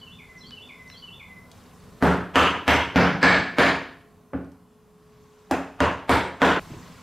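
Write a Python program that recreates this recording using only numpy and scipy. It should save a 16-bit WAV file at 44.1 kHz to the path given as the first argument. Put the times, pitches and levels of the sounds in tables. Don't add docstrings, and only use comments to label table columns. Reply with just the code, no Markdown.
import sys
import numpy as np
from scipy import signal
from scipy.io import wavfile
from scipy.ndimage import uniform_filter1d

SR = 44100
rng = np.random.default_rng(int(sys.argv[2]) if len(sys.argv) > 2 else 0)


def wav_record(signal):
    frames = np.transpose(np.atleast_2d(signal))
    bounded = np.clip(frames, -1, 1)
    quanta = np.round(bounded * 32767).astype(np.int16)
    wavfile.write(sys.argv[1], SR, quanta)


def boost(x):
    u = np.asarray(x, float) / 20
    return 10 ** u


N = 309582
CHANGE_S = 6.597


def evened(x):
    return x / np.sqrt(np.mean(x ** 2) + 1e-20)


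def read(points, hz):
    f, value = np.transpose(points)
    return np.interp(np.log(hz + 1), np.log(f + 1), value)


def bell(hz, centre_hz, octaves):
    return np.exp(-(np.log2((hz + 1) / centre_hz) / octaves) ** 2)


def add(mix, s, sound):
    at = round(s * SR)
    sound = sound[..., max(-at, 0):]
    part = mix[..., max(at, 0):][..., :sound.shape[-1]]
    part += sound[..., :part.shape[-1]]


def noise(size, same, db_of, frame=1024, patchy_db=2.0):
    hop = frame // 4
    hz = np.fft.rfftfreq(frame, 1 / SR)[:, None]
    t = np.arange(size // hop + 5) * hop / SR
    a, b, c, d, patches = rng.standard_normal((len(t), len(hz), 5)).T
    patches = uniform_filter1d(patches, size=8, axis=0)
    patches = evened(uniform_filter1d(patches, size=10, axis=1))
    like = np.clip(read(same, hz), -1, 1)
    left = a + 1j * b
    right = like * left + np.sqrt(1 - like ** 2) * (c + 1j * d)
    z = np.array([left, right]) * boost(db_of(hz, t) + patchy_db * patches)
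    return signal.istft(z, nperseg=frame, noverlap=frame - hop)[1][:, :size]


def coloured(x, db_of):
    size = x.shape[-1]
    log_gain = np.log(boost(db_of(abs(np.fft.fftfreq(size, 1 / SR)))) + 1e-5)
    response = np.exp(np.conj(signal.hilbert(log_gain)))
    return np.fft.ifft(np.fft.fft(x) * response).real


# f/Hz, t60/s
SHOP = [(60, 0.61), (160, 0.65), (420, 0.46), (1100, 0.49), (2900, 0.53), (7700, 0.45), (12000, 0.33),
        (16000, 0.36)]
# f/Hz, likeness [-1..1]
SAME_SHOP = [(60, 1), (250, 0.98), (1000, 0.99), (3000, 0.99), (5000, 1), (8000, 0.08), (12000, 0.4),
             (16000, 1)]


def room(stretch=1, swell_s=0.0051):
    tail = noise(SR, SAME_SHOP, lambda hz, t: -60 * t / (stretch * read(SHOP, hz)), frame=256, patchy_db=1.2)
    tail = tail * (1 - np.exp(-np.arange(SR) / SR / swell_s))
    return tail / np.linalg.norm(tail[0])


# f/Hz, level/dB per Hz
TONE = [(15, -40), (25, -8.5), (59, -1.5), (200, 0), (335, -10.5), (427, -7), (575, -11.5), (1040, -13.5),
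        (2220, -25), (2990, -26.5), (5570, -29.5), (12200, -30.5), (16000, -38.5)]
# f/Hz, width/Hz, level/dB
DRONE = [(86.7, 21, -65), (174, 17, -61.5), (246, 11.5, -63.5), (1060, 110, -65.5)]
# f/Hz, level/dB
RUSTLE = [(500, -3), (1200, 12), (2500, 5.5), (5000, 2), (8000, -0.5), (16000, -72)]
# f/Hz, likeness [-1..1]
SAME_AIR = [(60, .97), (200, 0.92), (600, 0.84), (1600, 0.96), (4500, 0.99), (8000, 0.31), (11000, 0.57),
            (14000, .9)]
# t/s, level/dB
GAIN = [(0, -55.5), (1.95, -53.5), (2.3, -56.5), (4.2, -60), (4.7, -61.5), (5.6, -59.5), (6.59, -60)]
# t/s, level/dB
FAN = [(0, -67), (.6, -65.5), (1.4, -82), (2, -62), (4.7, -65), (5.1, -60.5), (6.59, -63), (7.02, -76)]
# start t/s, length/s, level/dB
RUSTLES = [
    (-.6, 2.26, -66),
    (1.45, 0.27, -67.5),
    (1.5, 0.71, -63),
    (4.85, 1.2, -67.5),
    (6.3, 0.93, -54),
]


def air(whine_hz=424, waver_hz=1.0, new_room_db=-52.5, settle_db=6, settle_s=0.16):
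    t = np.arange(N) / SR
    after = t - CHANGE_S
    new_tone_db = new_room_db + settle_db * np.exp(-abs(after) / settle_s)
    tone_db = np.where(after < 0, np.interp(t, *np.transpose(GAIN)), new_tone_db)
    tone = evened(noise(N, SAME_AIR, lambda hz, t: read(TONE, hz), frame=2048))
    for hz0, width, db in DRONE:
        band = noise(N, SAME_AIR, lambda hz, t: -10 * np.log10(1 + (2 * (hz - hz0) / width) ** 4), frame=8192)
        tone = tone + boost(db + 54.0) * evened(band)
    moves = sum(boost(db) * np.sin(np.pi * np.clip((t - s) / length, 0, 1)) for s, length, db in RUSTLES)
    rustle = evened(noise(N, SAME_AIR, lambda hz, t: read(RUSTLE, hz), frame=256, patchy_db=2.5))
    waver = evened(uniform_filter1d(rng.standard_normal(N), size=6000))
    whine = np.sqrt(2) * np.sin(2 * np.pi * np.cumsum(whine_hz + waver_hz * waver) / SR)
    whine_db = np.interp(t, *np.transpose(FAN))
    return boost(tone_db) * tone + moves * rustle + boost(whine_db) * whine


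# t/s into phrase, length/s, start f/Hz, end f/Hz, level/dB
SONG = [(0.004, 0.033, 6400, 5080, -56), (0.034, 0.03, 4000, 4100, -51), (0.058, .03, 3670, 3080, -51.5),
        (0.086, 0.032, 4010, 4710, -50.5), (0.145, 0.036, 3040, 2956, -41),
        (0.199, 0.024, 2910, 2680, -45.5), (0.251, 0.028, 3230, 3610, -45.5),
        (0.317, .035, 2690, 2076, -44.5), (0.342, 0.049, 2090, 2037, -55), (0.41, 0.055, 2060, 2030, -49),
        (0.477, 0.039, 2046, 2022, -51)]
# t/s, level/dB, last note level/dB
PHRASES = [
    (-.135, -3.5, 4),
    (0.367, -0.5, 0),
    (0.874, -0.5, -1.5),
]


def bird(wet_db=2.5):
    mix = np.zeros(N + SR)
    for start, phrase_db, last_db in PHRASES:
        for s, length, from_hz, to_hz, db in SONG:
            u = np.arange(0, 1, 1 / (SR * length))
            hz = to_hz + (from_hz - to_hz) * (1 - u) ** 1.65
            note = np.sin(2 * np.pi * np.cumsum(hz) / SR) * signal.windows.tukey(len(u), 0.6)
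            note_db = db - 1.7 + phrase_db + last_db * (s == SONG[-1][0])
            add(mix, 1 + start + s, boost(note_db) * note)
    wet = signal.fftconvolve(mix[None], room(stretch=0.85), axes=1)[:, :N + SR]
    return (mix + boost(wet_db) * wet)[:, SR:]


def taps(rows, spread_octaves, rise_cycles, wet_db=-5):
    mix = np.zeros(N)
    t = np.arange(SR // 4) / SR
    for s, db, hz0, t60 in rows:
        grain = coloured(rng.standard_normal(len(t)),
                         lambda hz: -6 * (np.log2((hz + 1) / hz0) / spread_octaves) ** 2)
        rise = np.sin(np.pi / 2 * np.minimum(t * hz0 / rise_cycles, 1)) ** 2
        add(mix, s, boost(db - 60 * t / t60) * rise * evened(grain))
    return mix + boost(wet_db) * signal.fftconvolve(mix[None], room(), axes=1)[:, :N]


# t/s, level/dB, f/Hz, t60/s
TICKS = [
    (.508, -39, 2380, 0.011),
    (.878, -51, 3930, 0.0082),
    (.900, -37.5, 2190, 0.011),
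    (1.104, -55, 1496, 0.01),
    (1.515, -50, 4340, 0.036),
    (1.58, -62, 5500, .03),
    (4.446, -64, 5480, .015),
    (4.518, -61.5, 5340, .025),
    (5.5108, -32.5, 6080, 0.033),
    (5.804, -30, 4200, 0.017),
]


def ticks():
    return taps(TICKS, spread_octaves=0.9, rise_cycles=0.47)


# t/s, level/dB, f/Hz, t60/s
BUMPS = [(.04, -61, 150, .15), (.528, -60, 200, 0.12), (1.038, -65, 178, 0.13), (4.333, -22.5, 340, 0.054),
         (4.334, -31.5, 1000, .035), (5.511, -21.5, 452, 0.044), (5.511, -25, 1000, 0.017),
         (5.804, -20, 910, .02), (6.704, -34.5, 227, 0.058), (6.714, -30, 87.5, 0.093),
         (6.755, -36, 100.2, 0.074), (6.735, -40.5, 400, 0.1), (6.81, -57, 130, .1)]


def bumps():
    return taps(BUMPS, spread_octaves=0.67, rise_cycles=0.56)


def resonances(ring, hz, shares=(0.08, 0.08, 0.17), ripple_db=5.5):
    *pitches, lift_db, fizz_db = ring
    lifts = sum(1.64 * lift_db * np.exp(-((hz - f) / (share * f)) ** 2) for f, share in zip(pitches, shares))
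    bands = np.interp(hz, np.arange(80) * 280, rng.standard_normal(80))
    ripple = ripple_db * bands * np.clip(hz / 4000 - 1, 0, 1)
    return lifts + fizz_db * bell(hz, 12000, 0.92) + ripple


# f/Hz, level/dB, t60/s
BENCH = [(78, 0, 0.39), (103, -11, 0.28), (122.4, -3.5, 0.2), (178, -1.5, 0.54), (208, -2, 0.27),
         (273.6, 0.5, 0.55), (262.3, 9.5, 0.22), (317, 0.5, 0.15), (382, -14.5, 0.3), (475, 4, 0.24),
         (594, 2, 0.2), (687, -19, 1), (708, -1, 0.34)]


def bench_ring(t):
    spread_db, phase = rng.uniform(-1.11, 1, (2, len(BENCH)))
    ring = np.zeros(len(t))
    for (hz, level, t60), d, p in zip(BENCH, spread_db, phase):
        mode = boost(level + 1.3 * d - 60 * t / t60) * np.sin(2 * np.pi * hz * t + 1.4 * p)
        ring += mode * (1 - np.exp(-t * hz * 1.5))
    return ring


# f/Hz, level/dB
CRACK = [(35, -37.5), (60, -11.5), (90, -5.5), (240, -4.5), (450, 1), (750, -1), (1700, -3), (2300, -10.5),
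         (3200, -15), (4000, -22), (7500, -31), (10000, -40), (12500, -40), (16000, -51)]
# f/Hz, left-right level/dB
LEAN = [(40, -3.5), (80, -3.5), (150, 0), (1000, 0), (10000, -0.3)]
TILT_OCTAVES = (-.3, 2.5)


def blow(tool, s, db, hardness_db, thump_db, boom_db, over_db=43, ring_db=-52, direct_db=-14.5,
         early_db=-52, click_db=0.0, crack_db=-27):
    t = np.arange(SR) / SR
    lead = round(0.024 * SR)
    heard = np.pad(room(), ((0, 0), (lead, 0)))
    heard[:, :lead] += boost(early_db) * rng.standard_normal(lead) * np.linspace(0, 1, lead) ** 1.4
    push = -boost(direct_db) * (np.arange(lead + SR) == lead)
    push[lead:] += boost(crack_db - 60 * t / 0.014) * rng.standard_normal(SR)
    heard += coloured(push, lambda hz: click_db * np.log2(1 + hz / 2000))
    heard = coloured(heard, lambda hz: read(CRACK, hz))
    heard[:, lead:] += boost(ring_db) * bench_ring(t)
    sides = np.array([[0.5], [-0.5]])

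    def colour_db(hz):
        tilt = hardness_db * np.clip(np.log2((hz + 1) / 500), *TILT_OCTAVES)
        bench = thump_db * bell(hz, 85.2, 0.644) + boom_db * bell(hz, 178, 0.44)
        return tilt + bench + resonances(tool, hz) + sides * read(LEAN, hz)

    return s + 0.001 - lead / SR, boost(db + over_db) * coloured(heard, colour_db)


# t/s, level/dB, hardness/dB per octave, bench thump/dB, bench top boom/dB
BLOWS = [(2.024, -12.5, -2, 4, 5), (2.356, -11, 1, 1.5, -3), (2.678, -14, 2, 5, -2.5),
         (2.958, -10, 0, 2, 8), (3.228, -8.5, 1.57, -2.5, 4), (3.584, -11, 1.15, -4, 0.8),
         (4.332, -33.5, -8, 5.5, 6.5), (5.51, -25.5, -1.37, -1, 1), (5.803, -19, -0.36, 5.5, -2),
         (6.093, -13.5, -0.9, 2.5, -4), (6.417, -11, -0.13, -7, -1.5)]
# mallet f/Hz, handle f/Hz, blade f/Hz, lift/dB, fibre fizz/dB
RINGS = [(400, 910, 1350, 2.5, 3), (1000, 1256, 2950, 4.5, 2), (950, 2150, 2950, 3, 0.6),
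         (1460, 2300, 5000, 2.5, -4), (1700, 2250, 4500, 5, -4.5), (1773, 2290, 4300, 3.5, -1),
         (271, 1470, 2750, 4.5, -1), (272, 2560, 790, 4, 6), (600, 2800, 990, 3.5, -1),
         (920, 2230, 3900, 3.5, 7), (1000, 1470, 3460, 2.5, -1)]


def chiselling():
    mix = np.zeros((2, N))
    for tool, row in zip(RINGS, BLOWS):
        add(mix, *blow(tool, *row))
    return mix * np.clip((CHANGE_S - np.arange(N) / SR) / 0.00067, 0, 1)


def scene():
    return air() + bird() + ticks() + bumps() + chiselling()


def low_pass(x):
    return signal.sosfilt(signal.butter(12, 16510, fs=SR, output="sos"), x)


def record(dry, knee_db=-20, ratio=3.13, release_db_per_s=500):
    power_db = 10 * np.log10(abs(uniform_filter1d((dry ** 2).mean(0), size=300)) + 1e-12)
    fall_db = np.arange(N) * release_db_per_s / SR
    held_db = np.maximum.accumulate(power_db + fall_db) - fall_db
    over_db = np.maximum(held_db - knee_db, 0)
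    limited = dry / boost((1 - 1 / ratio) * uniform_filter1d(over_db, size=150))
    clipped = 0.7 * np.tanh(limited / 0.52)
    lowpass = signal.firwin(255, 15750, window=("kaiser", 9), fs=SR)
    mix = signal.oaconvolve(clipped, lowpass[None], "same")
    return low_pass(mix)


dry = scene()
out = record(dry)
wav_record(out)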